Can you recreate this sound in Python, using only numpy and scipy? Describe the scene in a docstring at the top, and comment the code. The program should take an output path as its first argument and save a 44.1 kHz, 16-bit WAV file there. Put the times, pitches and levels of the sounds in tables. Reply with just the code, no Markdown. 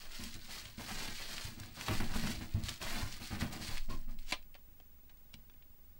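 """Bubble wrap crackles at once as hands pull it from a cardboard box: countless tiny snaps ring facets of film.
It drags on the walls as filtered catch-and-slip clicks; rubs and bumps set the modes of the box booming.
Big creases snap through, fingers judder on a metal lid, then a small card peels loose, flicks and ticks.
One microphone on a swaying stand, in a quiet room of soft low noise and a thin high whine."""
import sys
import numpy as np
from scipy import signal
from scipy.fft import rfft, irfft
from scipy.io import wavfile
from scipy.ndimage import uniform_filter1d

SR = 44100
rng = np.random.default_rng(int(sys.argv[2]) if len(sys.argv) > 2 else 0)


def wav_record(signal):
    """Record a signal, one row per channel, as 16-bit PCM in the file named by sys.argv[1]."""
    frames = np.transpose(np.atleast_2d(signal))
    bounded = np.clip(frames, -1, 1)
    # unit amplitude maps onto the largest positive 16-bit level
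    quanta = np.round(bounded * 32767).astype(np.int16)
    wavfile.write(sys.argv[1], SR, quanta)


N = 264159


def undb(db):
    """Decibels to gain."""
    return 10 ** (np.asarray(db) / 20)


def unit(x):
    """Scale to rms 1."""
    return x / np.sqrt(np.mean(x ** 2))


def fader(times, db):
    """Gain along a dB curve, dying away at 130 dB per second beyond its ends."""
    t = np.arange(N) / SR
    outside = np.abs(t - np.clip(t, times[0], times[-1]))
    return undb(np.interp(t, times, db) - 130 * outside)


def gestures(rows, attack_s, swell_db, release_db_per_s):
    """Gain of overlapping movements (start s, length s, dB): attack, a hold that swells or sags, release."""
    t = np.arange(0, N, 32) / SR
    power = 0
    for start, length, db in rows:
        age = t - start
        attack = np.clip(age / attack_s, 0, 1)
        hold_db = swell_db * (np.clip(age / length, 0, 1) - .5)
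        release_db = release_db_per_s * np.maximum(age - length, 0)
        power = power + (attack * undb(db + hold_db - release_db)) ** 2
    return np.interp(np.arange(N) / SR, t, np.sqrt(power))


def add(track, start, sound, db):
    """Mix a sound in at a time in seconds with the given peak level."""
    i = int(start * SR)
    scaled = sound * undb(db) / np.abs(sound).max()
    track[i:i + len(sound)] += scaled[:N - i]


def walk(rate):
    """Smooth random wander with a spread near 1, heading for a new value at the given rate in Hz."""
    k = max(int(SR / rate), 1)
    steps = rng.standard_normal(4096)
    held_steps = steps[np.arange(N) // k % len(steps)]
    return 1.2 * uniform_filter1d(held_steps, k)


def colour(x, points):
    """Causal minimum-phase filter through the given (Hz, dB) points."""
    hz, db = np.transpose(points)
    size = 2048
    f = np.maximum(np.arange(size // 2 + 1) * SR / size, 1)
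    curve_db = np.interp(np.log(f), np.log(hz), db)
    # folding the cepstrum onto positive time makes the response causal
    cepstrum = irfft(np.log(undb(curve_db)))
    cepstrum[1:size // 2] *= 2
    cepstrum[size // 2 + 1:] = 0
    response = irfft(np.exp(rfft(cepstrum)))
    return signal.fftconvolve(x, response)[:len(x)]


def ring(modes, scatter_db=0):
    """Impulse response of damped modes; scatter varies their shares with where the blow lands."""
    t = np.arange(SR // 4) / SR
    out = 0
    for hz, db, t60 in modes:
        level = undb(db + scatter_db * rng.standard_normal())
        out = out + level * np.sin(2 * np.pi * hz * t) * np.exp(-np.log(1000) * t / t60)
    return out


def facet(x, hz, q):
    """One broad resonance of a patch of film."""
    hz = min(hz, SR / 3)
    b, a = signal.iirpeak(hz, max(q, 3 * hz / SR), fs=SR)
    return signal.lfilter(b, a, x)


def clicks(rate, spread_db):
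    """Random impulses of either sign, most of them small and a few large, with rms 1."""
    out = np.zeros(N)
    chance = rng.random(N) * SR / rate
    hits = np.flatnonzero(chance < 1)
    size = np.minimum(-np.log(chance[hits]), 4.5)
    out[hits] = undb(spread_db * size) * (-1.) ** hits
    # busier stretches get smaller clicks, so density alone does not raise the level
    return unit(out / np.sqrt(rate))


# Tone curve of the crinkling film. Each row: frequency in Hz, relative filter gain in dB.
WRAP_TONE = [(200, -27), (500, -9), (1000, -3.5), (1700, 2), (2700, 0.5), (3700, -1.5), (4400, 2),
             (5200, -4), (6300, -7), (8500, -10.5), (10500, -17), (15000, -16)]
# Pulls on the wrap. Each row: start in seconds, length in seconds, crinkle level in dB before trims.
WRAP_PULLS = [(0.0, 0.0282, -53), (0.1, 0.1845, -50.5), (0.328, 0.0173, -54.5), (0.405, 0.052, -59),
              (0.48, 0.1177, -49), (0.635, 0.031, -55), (0.768, 0.081, -51.5), (0.86, 0.188, -45.5),
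              (1.06, 0.15, -50.5), (1.185, 0.217, -47), (1.425, 0.031, -47.5), (1.592, 0.0436, -60.5),
              (1.73, 0.0695, -53.5), (1.785, 0.1816, -47.5), (2.0, 0.107, -52.5), (2.125, 0.197, -45.5),
              (2.405, 0.024, -56.5), (2.5, 0.0406, -59.5), (2.63, .035, -47.5), (2.675, 0.0091, -45.5),
              (2.8, 0.2143, -45), (3.05, 0.0983, -51), (3.195, 0.12, -49.5), (3.383, 0.0177, -46),
              (3.508, 0.0277, -48), (3.6, 0.1277, -47.5), (3.73, 0.021, -55.5), (3.885, 0.036, -55),
              (4.085, 0.0123, -65.5), (4.172, .02, -62)]
# a pull strains the wrap more and more, then lets it relax
PULL_ATTACK_S, PULL_SWELL_DB, PULL_RELEASE_DB_PER_S = 0.0241, 2.5, 176.5
# wrap that is merely held keeps ticking faintly; level before trims, fading out from the given time
HELD_UNTIL_S, HELD_DB = 3.8, -61.5


def wrap():
    """Film facets of every size buckle; stronger pulls make more of them snap, and the level flutters."""
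    pulled = gestures(WRAP_PULLS, PULL_ATTACK_S, PULL_SWELL_DB, PULL_RELEASE_DB_PER_S)
    held = fader([0, HELD_UNTIL_S], [HELD_DB, HELD_DB])
    gain = np.hypot(pulled, held)
    effort = gain / gain.max()
    base_rate = 60 + 650 * effort
    film = 0
    for hz in np.geomspace(900, 13000, num=10):
        # small, high-pitched facets outnumber the large ones, and the strain moves among the sizes
        facet_rate = base_rate * (hz / 3000) ** .7
        snaps = clicks(facet_rate, spread_db=1.5) * undb(0.95 * walk(29.93))
        film = film + np.sqrt(hz) * facet(snaps, hz, q=2.87)
    flutter = undb(1.5 * walk(80) - 0.17)
    return unit(colour(film, WRAP_TONE)) * gain * flutter


# Tone curve of wrap scraping on cardboard. Each row: frequency in Hz, relative filter gain in dB.
SCRAPE_TONE = [(150, 0.5), (350, -1), (490, -5), (650, -1.5), (880, -1), (1300, -4), (1900, -3.5),
               (2800, -7.5), (5000, -23)]
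# Rubs along the box, for scrape and walls alike. Each row: start in seconds, length in seconds,
# scraping level in dB and boom level of the walls in dB, both before trims.
BOX_RUBS = [(0.0, .17, -61, -76), (0.187, 0.051, -55, -48.5), (0.343, 0.051, -75.5, -51.5),
            (0.472, 0.217, -59.5, -61), (0.782, 0.078, -52, -50), (0.871, 0.243, -50, -54),
            (1.188, 0.294, -56.5, -62), (1.446, 0.11, -65, -56.5), (1.561, 0.1475, -63, -53.5),
            (1.762, 0.22, -53, -56), (1.873, 0.067, -42, -40.5), (1.992, 0.0453, -44, -39),
            (2.085, 0.078, -49, -47), (2.138, 0.0615, -47, -42), (2.221, 0.0984, -50, -38.5),
            (2.396, 0.0277, -51.5, -43.5), (2.534, 0.1035, -61, -45.5), (2.676, 0.0194, -50.5, -48),
            (2.799, 0.148, -47.5, -50), (2.949, 0.0776, -45.5, -46), (3.065, 0.117, -62.5, -57),
            (3.193, 0.048, -55, -54), (3.3, 0.067, -47.5, -44), (3.403, 0.0221, -41, -39),
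            (3.493, 0.211, -55.5, -47.5), (3.679, 0.0533, -50.5, -60.5), (3.88, 0.0447, -58, -43.5),
            (4.071, 0.0268, -65, -51.5)]
# a rub bites at once and eases off as the wrap slides
RUB_ATTACK_S, RUB_SAG_DB, SCRAPE_RELEASE_DB_PER_S = 0.0163, 4, 234.5


def scrape():
    """Bubbles catch and slip on the cardboard: a dense run of clicks with a wavering level."""
    start, length, scrape_db, _ = np.transpose(BOX_RUBS)
    rubs = zip(start, length, scrape_db)
    gain = gestures(rubs, RUB_ATTACK_S, -RUB_SAG_DB, SCRAPE_RELEASE_DB_PER_S)
    slips = clicks(1800, spread_db=2.5)
    return unit(colour(slips, SCRAPE_TONE)) * gain * undb(1.97 * walk(55) + 0.5)


# Modes of the cardboard walls and the air between them.
# Each row: frequency in Hz, relative level in dB, 60 dB decay time in seconds.
BOX_MODES = [(50.32, -19.5, 0.12), (73.4, -3.5, 0.304), (102.43, 4, 0.183), (126.95, -3.5, 0.336),
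             (156, -1, 0.265), (203.11, 2.5, 0.199), (227.32, 3, 0.282), (240.9, -1.5, 0.326),
             (314.84, -1, 0.185), (368.7, -26.5, 0.059), (451, -11, 0.05), (553.2, -8.5, 0.0517),
             (639.3, -2, 0.031)]
# Bumps of hands and wrap in and over the box. Each row: start in seconds, peak level in dB,
# contact time in seconds.
BOX_BUMPS = [(0.196, -39.5, 0.00195), (0.352, -45.5, 0.00435), (0.66, -42.5, 0.0067), (0.78, -37, 0.00194),
             (1.085, -38.5, 0.00261), (1.448, -35, 0.0065), (1.606, -38, 0.0038), (1.895, -30, 0.00153),
             (1.914, -30.5, 0.0021), (2.011, -31, 0.00166), (2.161, -29.5, 0.00126), (2.377, -34, 0.0116),
             (2.544, -22.5, 0.00633), (2.634, -30.5, 0.01166), (3.028, -30, 0.00627), (3.327, -32, 0.00189),
             (3.425, -24.5, 0.00153), (3.61, -35.5, 0.001), (3.686, -36.5, 0.0066), (3.898, -43, 0.00146),
             (5.344, -44.5, 0.00225)]
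BOOM_RELEASE_DB_PER_S = 153  # slower than the scrape, so the walls boom on after it stops


def walls():
    """Dragging keeps the box booming; a bump pushes it once, longer, softer contact giving a deeper thud."""
    start, length, _, boom_db = np.transpose(BOX_RUBS)
    rubs = zip(start, length, boom_db)
    gain = gestures(rubs, RUB_ATTACK_S, -RUB_SAG_DB, BOOM_RELEASE_DB_PER_S)
    panels = 0
    # three panels boom together, each with its own mode balance and wandering level
    for _ in range(3):
        panel = signal.oaconvolve(clicks(700, spread_db=2.5), ring(BOX_MODES, scatter_db=0.5))[:N]
        panels = panels + unit(panel) * undb(1.365 * walk(14))
    out = unit(panels) * gain * undb(-0.5)
    for start, db, contact in BOX_BUMPS:
        push = np.hanning(max(int(contact * SR), 8))
        add(out, start, signal.fftconvolve(ring(BOX_MODES, scatter_db=5.5), push), db)
    return out


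# Nudges of the table. Each row: start in seconds, length in seconds, sway level in dB.
TABLE_NUDGES = [(0.0, 0.481, -47), (0.9, 0.566, -45.5), (1.92, 0.283, -33), (2.45, 0.201, -47),
                (2.84, 0.236, -38.5), (3.3, 0.296, -47), (3.7, 0.52, -35)]
# a nudge sets the stand swaying and it slowly settles to its resting sway
SWAY_ATTACK_S, SWAY_SAG_DB, SWAY_RELEASE_DB_PER_S, SWAY_REST_DB = 0.0567, 7, 58.5, -58


def stand():
    """The microphone stand sways in two very low modes, more so whenever the table is nudged."""
    t = np.arange(N) / SR
    sway = 0
    for hz, db in [(14.5, 4.5), (26, -5.5)]:
        wandering_phase = 0.969 * walk(6.4)
        sway = sway + undb(db) * np.sin(2 * np.pi * hz * t + wandering_phase)
    nudged = gestures(TABLE_NUDGES, SWAY_ATTACK_S, -SWAY_SAG_DB, SWAY_RELEASE_DB_PER_S)
    return unit(sway) * np.hypot(nudged, undb(SWAY_REST_DB))


# Tone curve of the room noise. 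Each row: frequency in Hz, relative filter gain in dB.
ROOM_TONE = [(20, -9), (42, -2.5), (65, -2.5), (100, -16.5), (160, -13.5), (240, -17), (370, -22.5),
             (550, -27.5), (1100, -30.5), (3000, -34.5), (13000, -38.5)]
ROOM_DB, WHINE_HZ, WHINE_DB = -64.5, 15607.5, -64  # rms levels; the room noise wanders around its own


def background():
    """Filtered noise gives a low room hum and faint hiss; a sine gives a steady electronic whine."""
    air = unit(colour(rng.standard_normal(N), ROOM_TONE)) * undb(ROOM_DB + .5 * walk(5))
    whine = unit(np.sin(2 * np.pi * WHINE_HZ * np.arange(N) / SR))
    return air + undb(WHINE_DB) * whine


# Big creases snapping through. Each row: start in seconds, peak level in dB before echoes, pitch in Hz.
BIG_CREASES = [(0.238, -30.5, 4300), (0.342, -33.5, 4368), (0.655, -35.5, 2320), (0.783, -44.5, 2500),
               (1.381, -27, 2150), (1.4112, -33.5, 2740), (1.441, -37, 6970), (1.6, -35, 5000),
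               (1.634, -38.5, 1738), (1.66, -43, 5500), (1.811, -29.5, 2140), (1.883, -26, 1810),
               (2.002, -30.5, 1500), (2.139, -33, 1800), (2.272, -27.5, 1620), (2.356, -37, 4000),
               (2.637, -34, 4230), (2.686, -27, 2350), (2.692, -26.5, 3990), (2.740, -36.5, 3830),
               (2.777, -40, 4833), (2.817, -35, 2380), (2.827, -31, 4500), (3.126, -32.5, 3330),
               (3.274, -33.5, 4400), (3.410, -29, 1990), (3.418, -33, 1800), (3.772, -32, 2540),
               (3.779, -31.5, 2490), (4.189, -44.5, 3490)]


def creases():
    """A big fold snaps through in about one cycle and the film around it shivers."""
    out = np.zeros(N)
    t = np.arange(2048) / SR
    for start, db, hz in BIG_CREASES:
        shiver = .16 * rng.standard_normal(len(t)) * np.exp(-t / .0035)
        snap = (t == 0) + shiver
        add(out, start, facet(facet(snap, hz, q=1.0), hz, q=0.336), db)
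    return out


# Modes of the metal lid. Each row: frequency in Hz, relative level in dB, 60 dB decay time in seconds.
LID_MODES = [(249.1, 6.5, 0.4), (325.5, 2.5, 0.096), (913, -10.5, 0.104), (983, -9.5, 0.134),
             (1028, 2, 0.157), (1078, -1.5, 0.117)]
# Finger slips on the wrapped lid. Each row: start in seconds, peak level in dB before echoes,
# length in seconds.
LID_SLIPS = [(3.889, -42.5, 0.0312), (3.926, -40, 0.0244), (4.081, -58.5, 0.0362)]


def lid():
    """Fingers judder over the wrapped metal lid: swelling noise bursts make its modes ring briefly."""
    out = np.zeros(N)
    for start, db, length in LID_SLIPS:
        window = np.hanning(max(int(length * SR), 8))
        judder = window * rng.standard_normal(len(window))
        add(out, start, signal.fftconvolve(ring(LID_MODES), judder), db)
    return out


# Tone curve of tearing glue. Each row: frequency in Hz, relative filter gain in dB.
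PEEL_TONE = [(400, -8.5), (1500, -3.5), (2600, 4.5), (4500, 1.5), (7000, 1), (9500, -10), (11500, -10),
             (15000, -13)]
# The card's glue letting go. Each row: time in seconds, level in dB before echoes.
PEEL_LEVELS = [(4.2, -92), (4.26, -65.5), (4.286, -54), (4.3, -49.5), (4.311, -45.5), (4.314, -46),
               (4.322, -81)]


def peel():
    """The card's glue tears in a rising crackle of fine clicks."""
    crackle = colour(clicks(2500, spread_db=1), PEEL_TONE)
    times, db = np.transpose(PEEL_LEVELS)
    return unit(crackle) * fader(times, db)


# Tone curve of the flexing card. Each row: frequency in Hz, relative filter gain in dB.
CARD_TONE = [(100, -11.5), (450, -6.5), (750, -2.5), (1050, -4), (1500, -2.5), (2800, 3), (4500, -2),
             (5900, -7.5), (7000, -13), (9300, -14), (10500, -24.5), (15000, -26)]
# Modes of the card. Each row: frequency in Hz, relative level in dB, 60 dB decay time in seconds.
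CARD_RING = [(760, 1.5, 0.048), (1019, -2.5, 0.055), (1211, -7, 0.067), (2437, 2, 0.063),
             (2940, -16.5, 0.051), (4030, -7.5, 0.1), (4500, -11.5, 0.05), (5900, -19, 0.071)]
# The card flexing. Each row: start in seconds, peak level in dB before echoes,
# decay time constant in seconds, brightness in dB per octave.
CARD_FLICKS = [(4.3221, -23.5, 0.00164, 0.5), (4.325, -20, 0.004, -1), (4.331, -30.5, 0.0132, -0.5),
               (4.427, -51, 0.00157, 0), (4.5438, -44.5, 0.0017, 2.5), (4.551, -44.5, 0.0085, -4),
               (4.801, -49, 0.00157, -3.5), (5.095, -50, 0.0073, -1.5), (5.172, -58, 0.0018, 6.5),
               (5.334, -54, 0.0043, 1), (5.34, -37.5, 0.00458, 2), (5.498, -50.5, 0.00137, -0.5),
               (5.539, -59.5, 0.0026, -2), (5.624, -53, 0.00224, 1)]


def flicks():
    """The stiff card springs free and later flexes in the fingers: noise cracks with a faint modal ring."""
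    out = np.zeros(N)
    t = np.arange(SR // 5) / SR
    modes = ring(CARD_RING)
    for start, db, decay, bright in CARD_FLICKS:
        flex = rng.standard_normal(len(t)) * np.exp(-t / decay)
        # an edge catching on a nail is brighter than the whole card bending
        tilted = [(hz, level + bright * np.log2(hz / 2500)) for hz, level in CARD_TONE]
        ringing = signal.fftconvolve(flex, modes)[:len(t)]
        add(out, start, colour(flex, tilted) + undb(-46.5) * ringing, db)
    return out


def echoes(x, clouds):
    """Dense, decaying clouds of reflections, each (dB, t60 s), with dulled treble."""
    t = np.arange(SR // 3) / SR
    tail = 0
    for db, t60 in clouds:
        cloud = rng.standard_normal(len(t)) * np.exp(-np.log(1000) * t / t60) * (t > .0015)
        tail = tail + undb(db) * cloud / np.linalg.norm(cloud)
    dulling = [(150, -2.0), (600, -0.5), (2500, -2), (4500, -2.0), (8000, -6.0), (14000, -9.5)]
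    return signal.oaconvolve(x, colour(tail, dulling))[:N]


def space(x, box_db, room_db, room_t60, count=6):
    """Quick echoes between the box flaps and a short room tail; their pattern shifts as the hands move."""
    # a random wander shares the sound among several echo patterns, keeping their summed power even
    places = np.array([walk(12) for _ in range(count)])
    places /= np.linalg.norm(places, axis=0)
    box_t60 = .05
    return x + sum(echoes(x * share, [(box_db, box_t60), (room_db, room_t60)]) for share in places)


def scene():
    """Handling sounds echo in box and room, joined by boom, sway and background, alike on both sides."""
    handling = undb(-1.0) * (wrap() + scrape())
    near = handling + creases() + lid() + peel() + flicks()
    echoed = space(near, box_db=-6.0, room_db=-12.5, room_t60=0.199)
    mono = echoed + walls() + stand() + background()
    return np.array([mono, mono])


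TOP_HZ = 15900  # passband edge


def record(dry):
    """The recorder cuts the top with a very steep elliptic low-pass."""
    low_pass = signal.ellip(12, .1, 80, TOP_HZ, fs=SR, output="sos")
    return signal.sosfilt(low_pass, dry)


dry = scene()
out = record(dry)
wav_record(out)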